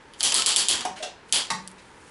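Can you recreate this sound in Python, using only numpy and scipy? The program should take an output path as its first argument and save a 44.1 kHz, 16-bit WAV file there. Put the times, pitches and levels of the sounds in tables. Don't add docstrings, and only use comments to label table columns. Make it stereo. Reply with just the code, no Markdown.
import sys
import numpy as np
from scipy import signal
from scipy.fft import rfft, irfft, next_fast_len
from scipy.io import wavfile
from scipy.ndimage import uniform_filter1d, minimum_filter1d

SR = 44100
rng = np.random.default_rng(int(sys.argv[2]) if len(sys.argv) > 2 else 0)


def magnitude_from_level(level_db):
    exponent = np.asarray(level_db, float) / 20
    return 10 ** exponent


def waveform_to_disk(signal):
    frames = np.transpose(np.atleast_2d(signal))
    scaled = np.clip(frames, -1, 1) * 32767
    samples = np.round(scaled).astype(np.int16)
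    wavfile.write(sys.argv[1], SR, samples)


N = 92610

# frequency in Hz, level in dB.
AIR_SPECTRUM = [(15, -28), (25, -7), (365, -3.5), (437, -1.5), (692, -12), (916, -2), (1100, -8.5),
                (1650, -7.5), (11200, -33.5), (14600, -61), (22000, -120)]
# frequency in Hz, side over mid in dB.
AIR_WIDTH = [(60, -16), (350, -1), (2020, -3.5), (11800, -1.5)]
# frequency in Hz, t60 in s.
ROOM_DECAY = [(200, 0.36), (1000, 0.38), (3500, 0.29), (7000, 0.28), (11000, 0.19)]
# time in seconds, level in dB.
SLIDE_LEVEL = [(0, -71), (.17, -66), (0.204, -33), (.24, -50), (1.2, -91), (1.295, -55), (1.33, -53),
               (1.76, -65), (1.8, -60.5), (1.95, -60.5), (2.1, -54.5)]
# frequency in Hz, level in dB.
SKIN_SPECTRUM = [(1000, -30), (2500, -2), (4000, 0.5), (7000, 3.5), (11000, 3.5)]
# frequency in Hz, width in Hz, level in dB.
TUBE_MODES = [(176, 86, -19.5), (392, 220, -14.5), (980, 460, -11.5), (1640, 880, -13), (3220, 460, -0.5),
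              (4650, 643, 1), (5560, 2310, -6), (7850, 880, -2.5), (8910, 880, -4.5), (10810, 1110, -1)]
# start in seconds, peak in dB, room in dB, t60 in s, tilt in dB per octave.
TICK_EVENTS = [(.1362, -33, 2.5, 0.0033, -7.5), (.199, -33, -4, .008, -14),
               (.2065, -9.5, -4.5, 0.0088, -6.5), (.3205, -11.5, 3.5, 0.0031, -6),
               (.3233, -6, -5.5, 0.0038, -7), (.4210, -8, -11, 0.0083, -7), (.745, -32, -4, .004, 0),
               (.8077, -16.5, -1.5, 0.0093, -6.5), (.8512, -26.5, -8, .004, 5),
               (1.2936, -37, -9, 0.0069, -15), (1.6757, -18, -9, 0.002, 4), (1.7146, -36.5, -10, 0.0033, 1)]
# start in seconds, peak in dB before the limiter, floor echo in dB, tilt in dB per
SNAP_EVENTS = [
    (0.2298, 9.5, -7, .1),
    (0.3422, 9, -2.5, 0.3),
    (0.4606, 9, -5, 0.4),
    (0.561, 10, -4, 0.85),
    (.6847, 8.5, -5.5, -0.05),
    (1.3245, 8.5, -7, 0),
]
# start in seconds, frequency in Hz, level in dB, t60 in s.
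RING_TONES = [(1.506, 189, -36, 0.83), (1.504, 873, -28.5, 0.27), (1.506, 1109, -25.5, 0.25),
              (.856, 410, -34, 0.22), (.851, 735, -20, 0.065), (1.045, 575, -33, 0.18),
              (.88, 188, -42.5, 0.37), (.344, 1000, -1, 0.024), (.385, 1300, -24.5, 0.14),
              (.563, 900, -16, 0.049), (1, 610, -28, 0.17)]
# start in seconds, level in dB, rise in s, t60 in s.
LANDING_EVENTS = [
    (.851, -24, 0.00088, 0.046),
    (.958, -40.5, .015, 0.18),
    (1.024, -28, 0.0058, 0.085),
    (1.5025, -20.5, 0.00043, 0.064),
    (.735, -29.5, 0.0072, 0.067),
    (0.799, -39, 0.0081, 0.087),
    (1.78, -51, 0.0057, 0.12),
]
# frequency in Hz, width in Hz, level in dB.
STRUCK_MODES = [
    [(386, 47, -8.5), (769, 120, 4.5), (876, 66, 2), (2100, 1700, -12.5), (5240, 1100, -10.5)],
    [(790, 620, -10), (1850, 1600, 7), (3430, 1200, -5.5), (6700, 2200, -34)],
    [(600, 114, -7.5), (747, 170, 0), (1530, 900, -5.5), (2850, 230, 4), (3410, 490, 4), (5100, 840, -5.5),
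     (9200, 2400, -32)],
    [(914, 73, 3.5), (1170, 120, 3), (1830, 580, -0.5), (2450, 370, -14.5), (4170, 2200, -1.5),
     (9100, 6600, -20.5)],
    [(253, 200, -1.5), (925, 190, 0), (1780, 880, 1)],
    [(80, 65, -2), (295, 150, -9), (1210, 1800, 5)],
    [(2320, 830, 3), (3750, 540, 5)],
]

AIR_DB = -50.5
ROOM_GAP_S, ROOM_FILL_S = 0.0013, 0.0013
ROOM_GRAIN_DB, ROOM_SIDE_DB = 2.5, -10.5
ROOM_SAME = 0.46
HANDS_WET_DB = -4.5
FLOOR_ECHO_S, FLOOR_ECHO_DB = 0.0056, -10
CRACK_T60_S, CRACK_RISE_S, CRACK_NOISE = 0.0075, 0.00038, 0.76
CRACK_FROM_HZ, PIN_SCATTER_DB = 2300, 0.9
SNAP_WET_DB, FLOOR_ECHO_WET_DB = -1, -4
THUMP_DB, THUMP_HZ, THUMP_T60_S = -48, 65.5, 0.23
RING_RISE_S, RING_WOBBLE_RAD = 0.0065, 0.7
LANDING_GAIN_DB, LANDING_WET_DB, LANDING_PAN_DB = 8, -1.5, 1.3
CEILING_DB, RELEASE_S, AHEAD_S = -5, 0.024, 0.0018
TOP_HZ, SKIRT_HZ = 10980, 114
BEND = 0.18


def unit(x):
    return x / np.sqrt(np.mean(x ** 2) + 1e-20)


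def drift(count, span):
    return unit(uniform_filter1d(rng.standard_normal(count), size=span))


def along(points, hz):
    f, v = np.transpose(points)
    return np.interp(np.log(hz + 1), np.log(f + 1), v)


def filtered(x, response):
    m = next_fast_len(x.shape[-1] + 8192)
    return irfft(rfft(x, m) * response(np.fft.rfftfreq(m, 1 / SR)), m)[..., :x.shape[-1]]


def body(peaks, sign=-1):
    def response(f):
        total = 0
        for k, (center, width, db) in enumerate(peaks):
            damping = 1j * f * width
            total = total + sign ** k * magnitude_from_level(db) * damping / (center ** 2 - f ** 2 + damping)
        return total
    return response


def burst(rise_s, t60_s, response):
    t = np.arange(SR // 4) / SR
    envelope = (1 - np.exp(-t / abs(rise_s))) * magnitude_from_level(-60 * t / t60_s)
    x = filtered(rng.standard_normal(len(t)) * envelope, response)
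    return x / np.abs(x).max()


def add(track, s, sound):
    part = track[round(s * SR):][:len(sound)]
    part += sound[:len(part)]


def tail():
    size = SR // 2
    grain = magnitude_from_level(ROOM_GRAIN_DB * drift(size, 30))
    hz, t, z = signal.stft(rng.standard_normal((2, size)) * grain, SR, nperseg=256)
    decay = magnitude_from_level(-60 * t / along(ROOM_DECAY, hz)[:, None])
    pair = signal.istft(z * decay, SR, nperseg=256)[1][:, :size]
    since_gap_s = np.maximum(np.arange(size) / SR - ROOM_GAP_S, 0)
    mid, side = pair * (1 - np.exp(-since_gap_s / ROOM_FILL_S))
    return (mid + magnitude_from_level(ROOM_SIDE_DB) * side * np.array([[1], [-1]])) / np.linalg.norm(mid)


def room(x):
    return signal.fftconvolve(x[None], tail(), axes=1)[:, :N]


def air():
    def spectrum(hz):
        return magnitude_from_level(along(AIR_SPECTRUM, hz) + [0 * hz, along(AIR_WIDTH, hz)])
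    mid, side = filtered(rng.standard_normal((2, N)), spectrum)
    return magnitude_from_level(AIR_DB) / np.std(mid) * np.array([mid + side, mid - side])


def hands():
    s, db = np.transpose(SLIDE_LEVEL)
    grain = rng.standard_normal(N) * magnitude_from_level(2.5 * drift(N, 60))
    rub = unit(filtered(grain, lambda hz: magnitude_from_level(along(SKIN_SPECTRUM, hz))))
    return magnitude_from_level(np.interp(np.arange(N) / SR, s, db)) * rub


def strike(track, usual_walls, s, db, wet_db, t60_s, tilt_db):
    peaks = [(hz, width, top + PIN_SCATTER_DB * rng.standard_normal()) for hz, width, top in TUBE_MODES]

    def tube(f):
        return body(peaks)(f) * (1 + 1j * f / 2000) ** (tilt_db / 6)

    def treble(f):
        return (1j * f / (CRACK_FROM_HZ + 1j * f)) ** 2

    ring = filtered(np.eye(1, 600)[0], tube)
    ring = ring / np.abs(ring).max()
    crack = burst(CRACK_RISE_S, t60_s, tube)[:len(ring)]
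    direct = filtered(CRACK_NOISE * crack + (1 - CRACK_NOISE) * ring, treble)
    direct = direct / np.abs(direct).max()
    walls = ROOM_SAME * usual_walls + np.sqrt(abs(1 - ROOM_SAME ** 2)) * tail()
    echo = signal.fftconvolve(ring[None], walls, axes=1) * np.sqrt(0.036 * SR * t60_s) / np.linalg.norm(ring)
    t = np.arange(SR // 8) / SR
    thump = np.sin(2 * np.pi * THUMP_HZ * t) * magnitude_from_level(-60 * t / THUMP_T60_S)
    for side in (0, 1):
        add(track[side], s, magnitude_from_level(db) * direct)
        add(track[side], s, magnitude_from_level(db + wet_db) * echo[side])
        add(track[side], s, magnitude_from_level(db + THUMP_DB) * thump)


def ticks(usual_walls):
    x = np.zeros((2, N))
    for s, db, wet_db, t60_s, tilt_db in TICK_EVENTS:
        strike(x, usual_walls, s, db, wet_db, t60_s, tilt_db)
        strike(x, usual_walls, s + FLOOR_ECHO_S, db + FLOOR_ECHO_DB, wet_db, t60_s, tilt_db)
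    return x


def snaps(usual_walls):
    x = np.zeros((2, N))
    for s, db, back_db, tilt_db in SNAP_EVENTS:
        strike(x, usual_walls, s, db, SNAP_WET_DB, CRACK_T60_S, tilt_db)
        strike(x, usual_walls, s + FLOOR_ECHO_S, db + back_db, FLOOR_ECHO_WET_DB, CRACK_T60_S, tilt_db)
    return x


def ringing():
    x, t = np.zeros(N), np.arange(SR // 2) / SR
    for s, hz, db, t60_s in RING_TONES:
        envelope = magnitude_from_level(db - 60 * t / t60_s) * (1 - np.exp(-t / RING_RISE_S))
        phase = 2 * np.pi * hz * t + RING_WOBBLE_RAD * drift(len(t), 700)
        add(x, s, envelope * np.sin(phase))
    return x


def landings():
    x = np.zeros(N)
    for (s, db, rise_s, t60_s), peaks in zip(LANDING_EVENTS, STRUCK_MODES):
        add(x, s, magnitude_from_level(db + LANDING_GAIN_DB) * burst(rise_s, t60_s, body(peaks, sign=0.85)))
    return x


def scene():
    usual_walls = tail()
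    skin = hands()
    near = skin + magnitude_from_level(HANDS_WET_DB) * room(skin) + ticks(usual_walls) + snaps(usual_walls)
    slaps = landings()
    far = slaps + ringing() + magnitude_from_level(LANDING_WET_DB) * room(slaps)
    return air() + near + far * magnitude_from_level([[LANDING_PAN_DB], [-LANDING_PAN_DB]])


def limited(x):
    over_db = np.maximum(20 * np.log10(np.abs(x).max(axis=0) + 1e-9) - CEILING_DB, 1e-9)
    ramp, ahead = np.arange(N) / SR / RELEASE_S, max(round(AHEAD_S * SR), 1)
    duck_db = np.exp(np.maximum.accumulate(np.log(over_db) + ramp) - ramp)
    duck_db = uniform_filter1d(-minimum_filter1d(-duck_db, 2 * ahead + 1), ahead)
    return x * magnitude_from_level(-duck_db)


def low_pass(x):
    return signal.sosfilt(signal.butter(12, 12360, fs=SR, output="sos"), x)


def record(dry):
    def lowpass(hz):
        return 1 / (1 + np.exp(np.clip((hz - TOP_HZ) / SKIRT_HZ, -50, 50)))
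    x = filtered(limited(dry), lowpass)
    return low_pass(x - BEND * x ** 3)


dry = scene()
out = record(dry)
waveform_to_disk(out)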